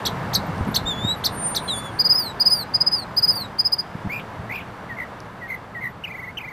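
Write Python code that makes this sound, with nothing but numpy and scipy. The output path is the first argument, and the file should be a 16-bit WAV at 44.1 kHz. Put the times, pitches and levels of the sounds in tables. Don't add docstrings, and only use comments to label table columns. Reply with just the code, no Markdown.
import sys
import numpy as np
from scipy import signal
from scipy.io import wavfile
from scipy.ndimage import uniform_filter1d

SR = 44100
rng = np.random.default_rng(int(sys.argv[2]) if len(sys.argv) > 2 else 0)


def amplitude_ratio(level_db):
    exponent = np.asarray(level_db, float) / 20
    return 10 ** exponent


def int16_out(signal):
    q = np.round(np.clip(np.atleast_2d(signal).T, -1, 1) * 32767)
    wavfile.write(sys.argv[1], SR, q.astype(np.int16))


N = 287532

CHIP_PARTIALS = [-15, -22, -38]
LOW_VOICE_PARTIALS = [-23, -35.5, -45, -32, -40.5, -39]


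def rms_one(x):
    return x / np.sqrt(np.mean(x ** 2) + 1e-20)


def drift(rate):
    r = np.exp(-80 * np.pi * rate / SR)
    slow = signal.lfilter([1], [1, -2 * r, r * r], rng.standard_normal(N // 40 + 2002))[2000:]
    return np.interp(np.arange(N) / 40, np.arange(len(slow)), rms_one(slow))


def coloured(spectrum, patchy_db):
    hz, level_db = np.transpose(spectrum)
    edges = np.geomspace(hz[0], hz[-1], round(3 * np.log2(hz[-1] / hz[0])))
    white = rng.standard_normal((2, N))
    together = drift(1.7)
    out = 0
    for k, (low, high) in enumerate(zip(edges, edges[1:])):
        bandpass = signal.butter(2, [low, high], "band", fs=SR, output="sos")
        band = signal.sosfilt(bandpass, white[k % 2])
        centre_db = np.interp(np.log(low * high) / 2, np.log(hz), level_db)
        flicker_db = patchy_db * (0.53 * together + drift(8.8))
        out = out + band * amplitude_ratio(centre_db + flicker_db)
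    return rms_one(out)


def resonance(x, hz, width):
    r = np.exp(-np.pi * width / SR)
    poles = [1, -2 * r * np.cos(2 * np.pi * hz / SR), r * r]
    return signal.lfilter([(1 - r * r) / 2, 0, (r * r - 1) / 2], poles, x + 1e-18)


def add(track, start_s, piece):
    i = round(start_s * SR)
    track[i:i + len(piece)] += piece[:N - i]


def traffic_level_db():
    # (time [s], level [dB])
    departure = [(0, -32), (.6, -33), (1.07, -34.5), (1.8, -35), (2.65, -37.5), (3.43, -37.5), (3.7, -41),
                 (4.0, -38), (5.1, -39.5), (5.9, -43), (6.52, -43.5)]
    return np.interp(np.arange(N) / SR, *np.transpose(departure))


def traffic():
    # (frequency [Hz], density [dB per Hz])
    spectrum = [(120, -20.5), (200, -3.5), (300, -5.5), (668, -3.5), (929, -1.5), (1240, -6), (1730, -8.5),
                (2230, -17.5), (4990, -29), (5470, -33.5), (15800, -43.5)]
    return amplitude_ratio(traffic_level_db() + 1.5) * coloured(spectrum, patchy_db=0.2)


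def drone():
    # (frequency [Hz], width [Hz], level [dB])
    bands = [
        (110.8, 3.9, -40),
        (170, 16, -41.5),
    ]
    out = np.zeros(N)
    for hz, width, level_db in bands:
        out += amplitude_ratio(level_db + 32) * rms_one(resonance(rng.standard_normal(N), hz, width))
    return out


def wind():
    # (frequency [Hz], density [dB per Hz])
    spectrum = [(12, -38.5), (20, -12.5), (43, -10), (107, 1), (161, -1), (195, -1.5), (227, -7),
                (330, -21.5), (430, -47), (730, -120)]
    # (time [s], half width [s], rise [dB])
    gusts = [
        (.65, 0.86, 5),
        (3.4, 0.26, 1),
        (4.5, 0.25, 3),
        (5.9, 0.67, 2.5),
    ]
    t = np.arange(N) / SR
    gust_db = -4 + sum(db * np.exp(-((t - s) / width) ** 2) for s, width, db in gusts)
    return amplitude_ratio(traffic_level_db() + gust_db) * (coloured(spectrum, patchy_db=0.5) + drone())


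def syrinx(hz, size, overtones_db, breath_db, follow, husk=0., flicker_s=0.026):
    # (frequency [Hz], gain [dB])
    beak = [(3000, -15), (6500, 1), (9000, -2.5), (11500, -4), (13000, 12), (14500, 8), (16000, 5.5)]
    count = len(hz)
    shake = uniform_filter1d(rng.standard_normal(count), size=30) * 5.5
    hz = hz * (1 + husk * shake)
    phase = 2 * np.pi * np.cumsum(hz) / SR
    air = np.diff(rng.standard_normal(count + 2), n=2) / 2
    out = size * (np.sin(phase) + amplitude_ratio(breath_db) * air)
    steady = size.max() * (size / size.max()) ** np.clip(follow, .05, 1)
    beak_hz, beak_db = np.transpose(beak)
    knots = np.arange(count) / (flicker_s * SR)
    for k, level_db in enumerate(overtones_db, 2):
        flicker_db = 3.5 * np.interp(knots, np.arange(40), rng.standard_normal(40))
        gain = amplitude_ratio(level_db + flicker_db + np.interp(k * hz, beak_hz, beak_db))
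        out += steady * gain * np.sin(k * phase + k) * (k * hz < .45 * SR)
    return out


def flutter(t, hz, size, n):
    # (rate [per s], upward spike [share], level dip [0-1], onset [s], overtone lift [dB])
    beats = [
        (70, 0.1, 0.7, 0.045, 4),
        (68.5, 0.15, 0.73, 0.01, 2.5),
        (59.3, 0.08, 0.78, 0.0055, -3),
        (48.7, 0.07, 0.7, 0.0071, 3),
        (62.6, .06, 0.5, 0.0162, -3),
    ]
    # (time [s], ..)
    catches = [
        [4.103, 4.116, 4.129, 4.143, 4.157, 4.175, 4.188, 4.202],
        [4.489, 4.505, 4.52, 4.537, 4.554, 4.572, 4.585, 4.6],
    ]
    per_s, spike, dip, onset_s, lift_db = beats[n]
    age = t - t[0]
    if n < len(catches):
        beat = 2 * np.pi * np.interp(t, catches[n], np.arange(len(catches[n])))
    else:
        slip = 0.7 * np.interp(age * per_s, np.arange(12), rng.standard_normal(12))
        beat = 2 * np.pi * per_s * age * (1.1 - 0.9 * age) + slip
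    grown = np.minimum(1, (age / onset_s) ** 2)
    jump = spike * (np.cos(beat / 2 - .3) ** 8 - .15)
    hz = hz * (1 + grown * (0.014 * np.sin(beat) + jump))
    size = size * (1 - grown * np.clip(dip, 0, .98) * np.cos(beat / 2) ** 6)
    return hz, size, lift_db


def sing(notes, overtones_db, round_s, breath_db, follow, fluttering=False, husk=0., flicker_s=.012, waver=0.):
    out = np.zeros(N)
    for n, rows in enumerate(notes):
        s, turn_hz, turn_db = np.transpose(rows)
        t = np.arange(s[0], s[-1], 1 / SR)
        inertia = round(round_s * SR)
        hz = uniform_filter1d(np.interp(t, s, turn_hz), inertia, mode="nearest")
        level_db = uniform_filter1d(np.interp(t, s, turn_db), inertia, mode="nearest")
        if waver:
            knots = np.arange(0, t[-1] - t[0] + flicker_s, flicker_s)
            sharp, loud = (np.interp(t - t[0], knots, c) for c in rng.standard_normal((2, len(knots))))
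            hz = hz * (1 + waver * sharp)
            level_db = level_db + 1.8 * loud
        size = amplitude_ratio(level_db) * np.minimum(1, np.minimum(t - t[0], t[-1] - t) / .002)
        lift_db = 0
        if fluttering:
            hz, size, lift_db = flutter(t, hz, size, n)
        add(out, s[0], syrinx(hz, size, np.add(overtones_db, lift_db), breath_db, follow, husk, flicker_s))
    return out


def shaped(shape, start_s, stretch, high_hz, low_hz, peak_db):
    return [(start_s + stretch * t, low_hz + share * (high_hz - low_hz), peak_db + db) for t, share, db in shape]


def chips():
    # (time [s], pitch [Hz], peak level [dB])
    turns = [
        [(.051, 3300, -27), (.055, 3950, -19), (.059, 5430, -25), (.063, 6092, -19), (.066, 5400, -30),
         (.069, 4180, -16), (.075, 3830, -21), (.083, 3160, -32), (.088, 3070, -40)],
        [(.331, 2800, -33), (.336, 4180, -24), (.341, 5946, -26), (.345, 6700, -23), (.349, 5930, -21.5),
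         (.353, 4710, -12), (.358, 4160, -14.5), (.364, 3840, -19.5), (.373, 3820, -30)],
        [(.741, 3215, -30), (.746, 4200, -21), (.751, 5930, -21), (.755, 6540, -24.5), (.758, 5740, -23.5),
         (.761, 4300, -16), (.766, 4180, -11), (.771, 3510, -18.5), (.777, 3440, -38)],
        [(1.238, 2780, -26.5), (1.244, 4286, -19.5), (1.248, 4610, -21), (1.253, 6500, -24.5),
         (1.257, 5280, -15), (1.261, 4360, -14), (1.266, 3870, -15), (1.272, 3520, -26), (1.278, 3530, -38)],
        [(1.546, 2940, -31), (1.551, 4230, -23), (1.555, 5680, -32), (1.559, 6200, -24), (1.563, 5234, -25),
         (1.567, 4060, -14.5), (1.575, 3760, -20), (1.582, 3300, -30), (1.587, 3300, -39.5)],
    ]
    # (delay [s], level [dB])
    leaves = [
        (.0032, -7),
        (.0057, -11),
    ]
    direct = sing(turns, CHIP_PARTIALS, round_s=.003, breath_db=-24, follow=.85, husk=.012, flicker_s=.002)
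    return direct + sum(amplitude_ratio(db) * np.roll(direct, round(lag * SR)) for lag, db in leaves)


def second_voice():
    # (start [s], length [s], high [Hz], low [Hz], peak level [dB])
    falls = [
        (0.062, 0.0079, 3930, 2770, -16),
        (0.347, 0.0075, 4450, 3370, -16),
        (.756, 0.0074, 4250, 2416, -18.5),
        (1.561, .006, 3920, 3000, -25),
        (1.678, 0.02, 3490, 3210, -27),
    ]
    # (share of length [0-1], share of pitch range [0-1], level re peak [dB])
    contour = [(0, 0.83, -7.5), (1, 0.29, 1.5)]
    notes = [shaped(contour, *row) for row in falls]
    return sing(notes, CHIP_PARTIALS[1:], round_s=.003, breath_db=-24, follow=1, husk=.04)


def whines():
    # (start [s], end [s], frequency [Hz], peak level [dB])
    slivers = [(0.081, 0.118, 11800, -52), (1.357, 1.475, 15200, -56), (1.39, 1.46, 14000, -57),
               (1.411, 1.508, 5140, -55), (0.459, .48, 12040, -48), (0.563, 0.638, 8700, -56),
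               (0.67, 0.71, 10400, -50), (.67, 0.69, 12700, -51), (1.76, 1.814, 4500, -46),
               (0.708, 0.738, 11700, -46), (1.152, 1.207, 11370, -49), (1.318, 1.371, 11500, -45),
               (1.467, 1.52, 12760, -44), (1.62, 1.663, 11850, -52), (1.76, 1.81, 11600, -44),
               (1.83, 1.87, 12700, -54), (3.76, 3.776, 12000, -56), (5.868, 5.927, 11950, -59)]
    out = np.zeros(N)
    for start, end, hz, peak_db in slivers:
        t = np.arange(0, end - start, 1 / SR)
        wander = np.cumsum(rng.normal(0, .04, len(t)))
        add(out, start, amplitude_ratio(peak_db) * np.sqrt(np.hanning(len(t))) * np.sin(2 * np.pi * hz * t + wander))
    return out


def pressure_swing(hz, cycles):
    push, cycles = np.sign(cycles), abs(cycles)
    turns = np.arange(-2 * cycles, 2 * cycles, hz / SR)
    wave = 1.15 * np.cos(2 * np.pi * turns) + 0.28 * np.cos(4 * np.pi * turns)
    return push * np.exp(-(2 * turns / cycles) ** 2) * wave


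def thumps():
    # (time [s], peak level [dB], frequency [Hz], signed length [cycles])
    gust_hits = [(0.495, -22.5, 151, -2.5), (.611, -15.5, 123, 0.5), (0.624, -24, 90, 3),
                 (0.675, -21, 230, 2.5), (.69, -15, 189, 1.5), (0.818, -24.5, 103, -1.6),
                 (.852, -25.5, 70, -1.1), (1.05, -14.5, 170, -1.2), (1.058, -27, 85, -2),
                 (3.955, -23, 146, 1.24), (4.053, -21.5, 170, 1.8), (4.063, -21.5, 132, 1.2),
                 (4.073, -19, 120, 0.7), (4.4, -26, 97.5, 1.4)]
    out = np.zeros(N)
    for s, peak_db, hz, cycles in gust_hits:
        add(out, s - 2 * abs(cycles) / hz, amplitude_ratio(peak_db) * pressure_swing(hz, cycles))
    return out


def ticks():
    # (time [s], peak level [dB], frequency [Hz])
    snaps = [
        (5.204, -30, 5200),
        (.561, -36, 4800),
        (.581, -35, 5000),
        (.652, -38, 6500),
        (6.491, -43, 6000),
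    ]
    out = np.zeros(N)
    for s, peak_db, hz in snaps:
        add(out, s - 2 * 2.5 / hz, amplitude_ratio(peak_db) * pressure_swing(hz, 2.5))
    return out


def whistles():
    # (time [s], pitch [Hz], rms level [dB])
    turns = [
        [(0.855, 3560, -41.5), (0.863, 3560, -29.5), (0.881, 3734, -23.5), (0.933, 3390, -31.5),
         (0.961, 3374, -38), (0.997, 3470, -36), (1.089, 3820, -23), (1.135, 3958, -24.5), (1.155, 3750, -46)],
        [(1.676, 4140, -45), (1.684, 4060, -25), (1.714, 3830, -25.5), (1.742, 3520, -28.5), (1.76, 3416, -33),
         (1.836, 3510, -43.5), (1.864, 3450, -36.5), (1.89, 3360, -40.5), (1.905, 3260, -48)],
    ]
    partials = [-17.5, -27.5, -42.5]
    return np.sqrt(2) * sing(turns, partials, round_s=.012, breath_db=-33, follow=.9, husk=.003,
                             flicker_s=.015, waver=.005)


def squeal():
    # (time [s], hold [s], rms level [dB], rise [dB per s], fall [dB per s])
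    bites = [
        (1.33, .03, -44.5, 500, 400),
        (1.401, 0.1234, -31, 233, 169),
        (1.462, 0.0033, -21.5, 230, 263),
        (1.779, .01, -32.5, 82, 604),
        (1.86, 0.0078, -45, 300, 703),
        (1.95, 0.028, -54, 150, 402),
    ]
    t = np.arange(N) / SR
    level_db = np.where((t > 1.0) & (t < 2.0), -70, -120)
    for s, hold, top_db, rise, fall in bites:
        below_db = np.maximum(0, np.maximum(rise * (s - t), fall * (t - s - hold)))
        level_db = np.maximum(level_db, top_db - below_db)
    hz = 9027 + 4.0 * drift(6.0)
    return np.sqrt(2) * amplitude_ratio(level_db) * np.sin(2 * np.pi * np.cumsum(hz) / SR)


def pips():
    # (time [s], pitch [Hz], rms level [dB])
    slides = [
        [(2.136, 4580, -20.5), (2.144, 4800, -28), (2.158, 5070, -15), (2.17, 5160, -23), (2.186, 5020, -17.5),
         (2.256, 4320, -36), (2.262, 4200, -28.5), (2.31, 3830, -39.5), (2.322, 3940, -48.5)],
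        [(2.496, 4420, -30), (2.512, 5020, -18), (2.522, 4990, -15), (2.536, 5023, -13.5), (2.55, 4760, -24.5),
         (2.588, 4690, -26.5), (2.634, 4021, -32.5), (2.642, 4036, -47)],
        [(2.912, 4820, -33.5), (2.922, 4950, -23), (2.934, 5042, -17), (2.948, 5010, -17.5), (2.964, 4820, -26),
         (3.0, 4479, -28), (3.012, 4326, -43.5), (3.024, 4290, -31.5), (3.043, 3980, -43.5)],
        [(3.318, 4590, -33), (3.352, 4680, -31), (3.36, 4950, -26.5), (3.382, 4480, -27), (3.402, 4480, -32.5),
         (3.422, 4140, -27), (3.434, 4050, -40), (3.454, 3788, -36.5), (3.465, 3900, -45)],
    ]
    # (top [s], length [s], top [Hz], depth [Hz], peak level [dB])
    arches = [(2.006, 0.041, 4980, 830, -9.5), (2.061, 0.044, 4990, 826, -11),
              (2.114, 0.053, 5067, 656, -9), (2.415, 0.041, 4960, 750, -9.5), (2.471, 0.043, 5030, 740, -8),
              (2.7538, 0.038, 5004, 626, -9.5), (2.816, 0.029, 5005, 517, -5.5),
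              (2.876, 0.033, 5027, 443, -8), (3.183, 0.041, 5010, 760, -10.5),
              (3.241, 0.043, 5038, 710, -10), (3.297, 0.053, 5040, 497, -11),
              (3.601, 0.037, 5010, 620, -9.5), (3.663, 0.042, 5093, 710, -12),
              (3.7341, 0.033, 5010, 600, -9), (3.797, 0.036, 4987, 563, -15)]
    # (time [s], 2nd overtone [dB], 3rd overtone [dB])
    gapes = [
        (2.15, -19.5, -27),
        (2.5, -16.5, -28),
        (2.9, -21, -40),
        (3.3, -15.5, -23.5),
        (3.7, -17, -29),
    ]

    def gape(s):
        return min(gapes, key=lambda row: abs(row[0] - s))[1:]

    out = np.zeros(N)
    for slide in slides:
        out += np.sqrt(2) * sing([slide], gape(slide[2][0]), round_s=.004, breath_db=-46, follow=.7,
                                 flicker_s=.008, husk=.003)
    climb_share = 0.49
    for top_s, length, top_hz, depth_hz, peak_db in arches:
        t = np.arange(0, length, 1 / SR)
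        start = top_s - climb_share * length
        arc = t / length - climb_share
        climb = np.abs(arc / climb_share) ** 2.28
        fall = (arc / (1 - climb_share)) ** 2
        hz = top_hz - depth_hz * np.where(arc < 0, climb, fall)
        swell, fade = np.maximum(0, 1 - t / .02), np.maximum(0, 1 - (t[-1] - t) / .021)
        edges = swell ** 2.6 + fade ** 2.6
        size = amplitude_ratio(peak_db - 30 * edges) * np.minimum(1, np.minimum(t, t[-1] - t) / .002)
        add(out, start, syrinx(hz, size, np.add(gape(start), -8), breath_db=-34, follow=.55, husk=.003,
                               flicker_s=.006))
    return out


def far_squeal():
    # (start [s], end [s], frequency [Hz], width [Hz], rms level [dB])
    brake = (2.9, 4.05, 3200, 90, -67)
    start, end, hz, width, level_db = brake
    share = np.clip((np.arange(N) / SR - start) / (end - start), 0, 1)
    band = resonance(resonance(rng.standard_normal(N), hz, width), hz, width)
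    return amplitude_ratio(level_db + 3 * drift(5)) * np.sqrt(np.abs(np.sin(np.pi * share))) * rms_one(band)


def warbles():
    # (time [s], pitch [Hz], peak level [dB])
    rising = [
        [(4.09, 1770, -41), (4.1, 2079, -30), (4.112, 2268, -26), (4.138, 2427, -24.5), (4.189, 2514, -31.5),
         (4.205, 2090, -34)],
        [(4.49, 1900, -43), (4.499, 2026, -25), (4.54, 2376, -27), (4.556, 2570, -25.5), (4.575, 2520, -30.5),
         (4.605, 2190, -31)],
    ]
    # (start [s], length [s], high [Hz], low [Hz], peak level [dB])
    purrs = [
        (4.965, 0.085, 2137, 1915, -24.5),
        (5.478, 0.09, 2164, 2000, -24.5),
        (5.806, 0.089, 2116, 1887, -23),
    ]
    # (share of length [0-1], share of pitch range [0-1], level re peak [dB])
    contour = [(0, 0.94, -15), (.2, 0.807, -4.5), (.33, .65, -0.5), (.78, .2, -1), (1, 0.0063, -16)]
    notes = rising + [shaped(contour, *row) for row in purrs]
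    return sing(notes, LOW_VOICE_PARTIALS, round_s=.006, breath_db=-32, follow=.9, fluttering=True, husk=.011,
                flicker_s=.006, waver=.012)


def rasps():
    # (time [s], pitch [Hz], peak level [dB])
    breaks = [
        [(4.195, 2624, -31), (4.208, 2910, -40), (4.224, 2960, -56)],
        [(4.55, 3300, -43), (4.59, 3250, -52), (4.612, 2600, -34), (4.638, 2730, -52)],
    ]
    return sing(breaks, [], round_s=.005, breath_db=-24, follow=.9, husk=0.13)


def coos():
    # (start [s], length [s], high [Hz], low [Hz], peak level [dB])
    falling = [
        (4.888, .062, 2235, 1790, -29),
        (5.41, 0.064, 2110, 1860, -30),
        (5.742, 0.061, 2210, 1838, -27.5),
    ]
    # (share of length [0-1], share of pitch range [0-1], level re peak [dB])
    contour = [(0, 0.96, -18), (.18, 0.41, -1.5), (.4, 0.21, 0.5), (.72, .07, -4.5), (1, 0.068, -10.5)]
    notes = [shaped(contour, *row) for row in falling]
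    return sing(notes, np.add(LOW_VOICE_PARTIALS, -15), round_s=.006, breath_db=-32, follow=.9, husk=.007)


def trills():
    # (top [s], top [Hz], peak level [dB], first wave [Hz], end [s])
    bouncing = [
        (6.0445, 3063, -25, 550, 6.316),
        (6.378, 3226, -25, 543, 6.55),
    ]
    # (time from top [s], share of pitch range [0-1], level re peak [dB])
    contour = [(-.009, 0.48, -4), (-.003, 0.91, -1), (0, 0.95, 0.5), (.008, .7, 1), (.015, .32, -7.5),
               (.021, 0, -14)]
    partials = [-19.5, -32, -40, -30, -40, -36]
    trough_hz, last_wave_hz, shrink_s = 1947, 230, .08
    swoops, waves = [], []
    for top_s, top_hz, peak_db, first_hz, end in bouncing:
        swoop = shaped(contour, top_s, 0.89, top_hz, trough_hz, peak_db)
        start = swoop[-1][0]
        age = np.arange(0, end - start, .001)
        turns = 25.6 * age * (1 - 0.394 * age)
        fresh = np.exp(-age / shrink_s)
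        height_hz = last_wave_hz + (first_hz - last_wave_hz) * fresh / np.exp(-.02 / shrink_s)
        bounce = np.sin(np.pi * (turns % 1) ** 1.15) ** 2
        hz = trough_hz + 90 * fresh + height_hz * bounce
        loud_turn = .16 + (.6 - .16) * fresh ** 2
        throb_db = 6 * (1 - fresh / 2) * np.cos(2 * np.pi * (turns - loud_turn))
        voice_break = np.cos(np.pi * (turns - 0.818)) ** 16
        fade = np.exp((age - age[-1]) / .01)
        level_db = peak_db - 10.5 + (1 - fresh) + throb_db - 1.5 * (voice_break + fade)
        swoops.append(swoop)
        waves.append(np.transpose([start + age, hz, level_db]))
    out = sing(swoops, np.add(partials, -5), round_s=.003, breath_db=-36, follow=.6)
    return out + sing(waves, np.add(partials, -3.5), round_s=.003, breath_db=-36, follow=.4, husk=.004)


def garden(x):
    t = np.arange(SR // 2) / SR
    near, far = rng.standard_normal((2, len(t)))
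    near = signal.lfilter([.35], [1, -.65], near) * amplitude_ratio(-60 * t / .11) * (t > .003)
    far = signal.lfilter([.4], [1, -.6], far) * amplitude_ratio(-60 * t / 1) * (t > .02)
    echo = amplitude_ratio(-16.5) * near / np.linalg.norm(near) + amplitude_ratio(-39.5) * far / np.linalg.norm(far)
    return signal.fftconvolve(x, echo)[:N]


def scene():
    chipping = chips()
    bird = chipping + second_voice() + whistles() + pips() + warbles() + rasps() + coos() + trills()
    into_hedge = bird + (amplitude_ratio(5) - 1) * chipping
    brakes = whines() + squeal() + far_squeal()
    mix = bird + garden(into_hedge) + brakes + traffic() + wind() + thumps() + ticks()
    return mix[None]


def top_cut(x):
    return signal.sosfilt(signal.butter(12, 15940, fs=SR, output="sos"), x)


def record(dry):
    lowpass = signal.cheby2(12, 60, 16200, fs=SR, output="sos")
    mix = signal.sosfilt(lowpass, dry)
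    return top_cut(mix)


dry = scene()
out = record(dry)
int16_out(out)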